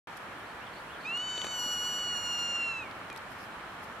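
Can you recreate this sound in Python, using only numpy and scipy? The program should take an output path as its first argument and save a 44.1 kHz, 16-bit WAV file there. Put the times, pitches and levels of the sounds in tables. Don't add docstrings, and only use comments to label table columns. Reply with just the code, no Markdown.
import sys
import numpy as np
from scipy import signal
from scipy.io import wavfile
from scipy.ndimage import uniform_filter1d

SR = 44100
rng = np.random.default_rng(int(sys.argv[2]) if len(sys.argv) > 2 else 0)


def wav_record(signal):
    frames = np.transpose(np.atleast_2d(signal))
    bounded = np.clip(frames, -1, 1)
    quanta = np.round(bounded * 32767).astype(np.int16)
    wavfile.write(sys.argv[1], SR, quanta)


N = 176400
T = np.arange(N) / SR

# time in seconds, pitch in Hz.
SCREAM_PITCH = [(1.048, 1183), (1.075, 1290), (1.13, 1389), (1.19, 1460), (1.24, 1499), (1.33, 1504),
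                (1.39, 1493), (1.5, 1500), (1.62, 1457), (1.72, 1460), (1.79, 1447), (1.87, 1462),
                (2.02, 1463), (2.15, 1436), (2.22, 1433), (2.36, 1416), (2.55, 1403), (2.68, 1369),
                (2.79, 1317), (2.84, 1225), (2.875, 1098)]
# time in seconds, relative level in dB.
MAIN_TONE_LEVEL = [(1.06, -41), (1.15, -36), (1.3, -40), (1.42, -41), (1.46, -46.5), (1.52, -41),
                   (1.65, -37.5), (1.8, -36.5), (1.92, -38), (2.1, -36.5), (2.23, -39.5), (2.33, -36),
                   (2.5, -37), (2.64, -34.5), (2.72, -38.5), (2.8, -40.5), (2.85, -49.5), (2.88, -35)]
# time in seconds, effort in dB.
EFFORT_CURVE = [(1.06, -60), (1.12, -66), (1.16, -56), (1.24, -53.5), (1.31, -50.5), (1.5, -46), (1.6, -42),
                (1.8, -42), (2.0, -43.5), (2.11, -46), (2.2, -44), (2.42, -44.5), (2.58, -49), (2.72, -56),
                (2.8, -61.5), (2.87, -84)]
# multiple of the pitch, level in dB at full effort, dB gained per dB of
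# effort, left minus right in dB, how far the left side leads in radians, flutter in dB.
HARMONICS = [(1, -50, 0.26, -1.5, 0.6, 2.5), (3, -48, 0.44, 0, 1.1, 1.94),
             (4, -46.5, 1.2, 2.5, -0.68, -0.6), (5, -49, 1.02, -2.2, 0.42, -1.3),
             (6, -63.5, .55, 5, 0.25, 1.4), (7, -69, 2.3, 2, 1.2, 1.5), (8, -68.5, 3, -3.5, .5, 0),
             (9, -80, 1.7, 0, .3, -1)]
# time in seconds, depth in dB.
HOARSENESS = [(1.13, -30), (1.2, -7), (1.38, -3), (1.52, -2), (1.58, -22), (1.9, -22), (2.3, -26),
              (2.7, -26)]
# multiple of the pitch, level in dB at full hoarseness,
# level in dB of a noisy trace at full effort.
HALF_HARMONICS = [(1.5, -53.5, -72), (2.5, -52, -68.5), (3.5, -63, -75), (4.5, -50, -71.5),
                  (5.5, -70, -70.5), (6.5, -72, -79), (7.5, -72, -78.5)]
# frequency in Hz, relative level in dB.
HISS_SPECTRUM = [(1500, -13), (3200, -9), (5000, 3), (6500, 0), (8000, -7), (12000, -17), (15000, -32)]
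# time in seconds, left minus right in dB.
HEAD_TURN = [(1.08, -1.8), (1.25, 2.5), (1.42, 4), (1.65, .3), (2.1, -.8), (2.8, -1.2)]


def hawk():
    start_s, end_s, attack_s, release_s = 1.041, 2.885, .016, .05
    beak_hz, beak_width_hz, beak_peak_db = 11840, 340, 7
    full_effort_db, flutter_hz = -44, 24
    main_place = dict(pan_db=-0.8, lead_rad=0.41)
    jitter = 1 + 0.0013 * drift(97)
    pitch_hz = uniform_filter1d(in_time(SCREAM_PITCH), size=800) * jitter
    phase = 2 * np.pi * np.cumsum(pitch_hz) / SR
    effort_db = in_time(EFFORT_CURVE) - full_effort_db
    hoarse_db = in_time(HOARSENESS)
    voice = voice_tone(2 * phase, in_time(MAIN_TONE_LEVEL) + 2, **main_place)
    for multiple, db, share, pan_db, lead_rad, flutter_db in HARMONICS:
        beak_db = beak_peak_db / (1 + ((multiple * pitch_hz - beak_hz) / beak_width_hz) ** 2)
        level_db = db + share * effort_db + beak_db + flutter_db * drift(flutter_hz)
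        voice += voice_tone(multiple * phase, level_db, pan_db, lead_rad)
    for multiple, db, trace_db in HALF_HARMONICS:
        voice += voice_tone(multiple * phase, db + hoarse_db, **main_place)
        noisy_trace = drift(105) * np.sqrt(2) * np.sin(multiple * phase)
        voice += from_db(trace_db + 0.44 * effort_db) * noisy_trace
    voice += from_db(-61 + .35 * effort_db) * banded_noise(HISS_SPECTRUM, flicker_db=1)
    fade_in = np.clip((T - start_s) / attack_s, 0, 1)
    fade_out = np.clip((end_s - T) / release_s, 0, 1)
    shimmer = from_db(0.66 * drift(flutter_hz))
    return voice * fade_in * fade_out * shimmer * pan(in_time(HEAD_TURN))


def voice_tone(phase, db, pan_db, lead_rad, rasp_db=-29, rasp_width_hz=210):
    angle = phase + np.array([[.5], [-.5]]) * lead_rad
    rasp = drift(rasp_width_hz) * np.cos(angle) + drift(rasp_width_hz) * np.sin(angle)
    sides = pan(pan_db + .7 * drift(9))
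    return np.sqrt(2) * from_db(db) * sides * (np.sin(angle) + from_db(rasp_db) * rasp)


# start in seconds, length in seconds, first and last pitch in Hz, level in dB.
LAST_PEEP = (3.097, .046, 2470, 2382, -48.5)


def peep():
    return whistle(*LAST_PEEP)


def tree_echo(calls, level_db=-19.5, fade_60_db_s=1.3, build_s=.05, cutoff_hz=3200):
    age = T[:SR]
    echo = rng.standard_normal((2, SR)) * from_db(-60 * age / fade_60_db_s)
    echo *= 1 - np.exp(-age / build_s)
    echo *= from_db(level_db) / np.sqrt(np.sum(echo ** 2) / 2)
    dull = signal.sosfilt(signal.butter(2, cutoff_hz, fs=SR, output="sos"), calls)
    return signal.fftconvolve(dull, echo, axes=1)[:, :N]


# start in seconds, then relative levels in dB of the knock, snap and fizz.
TICK_HITS = [(0.1725, -55, -51, -33.5), (1.1737, -50, -27, -29), (1.3782, -16, -18, -40),
             (1.4169, -27, -15.5, -43), (1.4439, -10, -20, -31), (1.45, -33, -28, -29),
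             (1.4676, -14, -19, -33), (1.665, -20.5, -31, -37), (2.1733, -50, -39, -31.5),
             (2.391, -35, -26, -38), (2.912, -42, -29.5, -45), (3.1009, -20, -23.5, -34),
             (3.128, -50, -35, -31.5), (3.1621, -50, -27, -29)]
# lowest and highest frequency in Hz, decay time in seconds, gain in dB.
CASING_RANGES = [(298, 1300, 0.0022, -17.5), (2170, 4050, 0.0014, -13.5), (6500, 12200, 0.0015, -17.5)]


def casing_ticks(width_db=-8):
    out = np.zeros((2, N))
    for k, (low_hz, high_hz, decay_s, db) in enumerate(CASING_RANGES):
        bursts = np.zeros(N)
        for start_s, *levels_db in TICK_HITS:
            decay = np.exp(-np.minimum(abs(T - start_s) / decay_s, 20))
            bursts += from_db(levels_db[k] + db) * (T >= start_s) * decay
        middle, side = rng.standard_normal((2, N))
        noise = middle + from_db(width_db) * side * [[1], [-1]]
        make_up = np.sqrt(SR / 2 / (high_hz - low_hz))
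        out += band(bursts * noise, low_hz, high_hz) * make_up
    return out


# start in seconds, pitch in Hz, decay time in seconds, starting level in dB.
HAND_BUMPS = [(1.445, 380, .005, -38), (1.4665, 520, .004, -34), (1.661, 250, .006, -37)]


def hand_thumps():
    out = np.zeros(N)
    for start_s, hz, decay_s, db in HAND_BUMPS:
        age = np.maximum(T - start_s, 0)
        out += from_db(db) * np.sin(2 * np.pi * hz * age) * np.exp(-np.minimum(age / decay_s, 20))
    return out


# loudest moment in seconds, fade time to either side in seconds, level in dB.
FINGER_RUBS = [(0.173, .007, -52), (3.176, 0.0046, -47.5), (3.32, 0.019, -59), (3.416, 0.054, -60.5),
               (3.84, 0.013, -56.5)]
# frequency in Hz, relative level in dB.
RUB_SPECTRUM = [(1000, -30), (3500, -12), (5200, 4), (7000, -12), (10500, -3), (15000, -23)]


def finger_rustles():
    swells = sum(from_db(db) * np.exp(-np.minimum(((T - peak_s) / fade_s) ** 2, 20))
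                 for peak_s, fade_s, db in FINGER_RUBS)
    return swells * banded_noise(RUB_SPECTRUM, flicker_db=2.5)


# frequency in Hz, relative level in dB.
WIND_SPECTRUM = [(20, -17), (45, -12), (80, -6.5), (130, -6), (200, -4), (350, -6.5), (600, -4.5),
                 (1150, -0.5), (1550, -2.5), (2100, -8), (3100, -13.5), (5200, -27), (8000, -28),
                 (12200, -32), (14500, -38), (16000, -43.5)]
# time in seconds, gain in dB.
WIND_SWELL = [(.1, -0.65), (.9, -.5), (1.4, 0.12), (2.0, 1.5), (2.7, 1.8), (3.2, 0.78), (3.9, 0)]


def wind(level_db=-43.5, swell_below_hz=390):
    rush = from_db(level_db) * banded_noise(WIND_SPECTRUM, flicker_db=0.59) * pan(-0.74)
    low = signal.sosfilt(signal.butter(1, swell_below_hz, fs=SR, output="sos"), rush)
    return rush + low * (from_db(in_time(WIND_SWELL)) - 1)


# time in seconds, level in dB.
SONG_PHRASES = [(.39, -63.5), (0.662, -57), (0.934, -57.5)]
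# start in seconds from the phrase's time, length in seconds,
# first and last pitch in Hz, dB added to the phrase's level.
PHRASE_GLIDES = [(-.065, 0.057, 2450, 3100, -0.5), (-.028, 0.0336, 3000, 3780, -4),
                 (-.002, 0.0284, 3750, 2780, 3.5), (0.062, 0.025, 3650, 5020, -2),
                 (0.089, 0.035, 3800, 5000, -2), (.112, 0.028, 3900, 5000, -7)]


def songbird(echo_decay_s=.03, echo_db=-3):
    song = sum(whistle(phrase_s + offset_s, length_s, from_hz, to_hz, phrase_db + db)
               for phrase_s, phrase_db in SONG_PHRASES
               for offset_s, length_s, from_hz, to_hz, db in PHRASE_GLIDES)
    echo = rng.standard_normal((2, SR // 4)) * np.exp(-T[:SR // 4] / echo_decay_s)
    echo /= np.sqrt(np.sum(echo ** 2) / 2)
    return song + from_db(echo_db) * signal.fftconvolve(song[None], echo, axes=1)[:, :N]


def whistle(start_s, length_s, from_hz, to_hz, db):
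    progress = np.linspace(0, 1, int(length_s * SR))
    phase = 2 * np.pi * np.cumsum(from_hz + (to_hz - from_hz) * progress) / SR
    out, first = np.zeros(N), int(start_s * SR)
    out[first:first + len(progress)] = np.sin(np.pi * progress) * np.sin(phase)
    return np.sqrt(2) * from_db(db) * out


# frequency in Hz, likeness (1 same, 0 unrelated).
STEREO_LIKENESS = [(60, 0.89), (130, 0.88), (290, 0.91), (640, 0.78), (1410, 0.52), (3100, 0.0084),
                   (6820, -0.12), (15000, -0.11)]


def banded_noise(spectrum, flicker_db):
    out, edges_hz = 0, np.geomspace(22, 17000, 25)
    white = rng.standard_normal((2, 2, N))
    for k, (low_hz, high_hz) in enumerate(zip(edges_hz, edges_hz[1:])):
        middle, side = band(white[k % 2], low_hz, high_hz)
        centre_hz = np.sqrt(low_hz * high_hz)
        alike = at_hz(STEREO_LIKENESS, centre_hz)
        gain = from_db(at_hz(spectrum, centre_hz) + flicker_db * drift(5.7))
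        out += gain * (np.sqrt(1 + alike) * middle + np.sqrt(1 - alike) * side * [[1], [-1]])
    return unit_power(out)


def drift(rate_hz):
    pole = np.exp(-20 * np.pi * rate_hz / SR)
    steps = rng.standard_normal(N // 10 + 6002)
    slow = signal.lfilter([1], [1, -2 * pole, pole * pole], steps)[6000:]
    return np.interp(np.arange(N) / 10, np.arange(len(slow)), unit_power(slow))


def band(x, low_hz, high_hz):
    return signal.sosfilt(signal.butter(2, [low_hz, high_hz], "band", fs=SR, output="sos"), x)


def from_db(db):
    return 10 ** (np.asarray(db) / 20)


def unit_power(x):
    return x / np.sqrt(np.mean(x ** 2) + 1e-20)


def in_time(rows):
    return np.interp(T, *np.transpose(rows))


def at_hz(rows, hz):
    frequencies, values = np.transpose(rows)
    return np.interp(np.log(hz), np.log(frequencies), values)


def pan(db):
    return from_db(np.array([[.5], [-.5]]) * db)


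def scene():
    calls = hawk() + peep()
    return calls + tree_echo(calls) + wind() + songbird() + casing_ticks() + finger_rustles() + hand_thumps()


def record(dry, start_s=.072, stop_hz=16200):
    treble_cut = signal.cheby2(20, 70, stop_hz, fs=SR, output="sos")
    return signal.sosfilt(treble_cut, dry * (T >= start_s))


dry = scene()
out = record(dry)
wav_record(out)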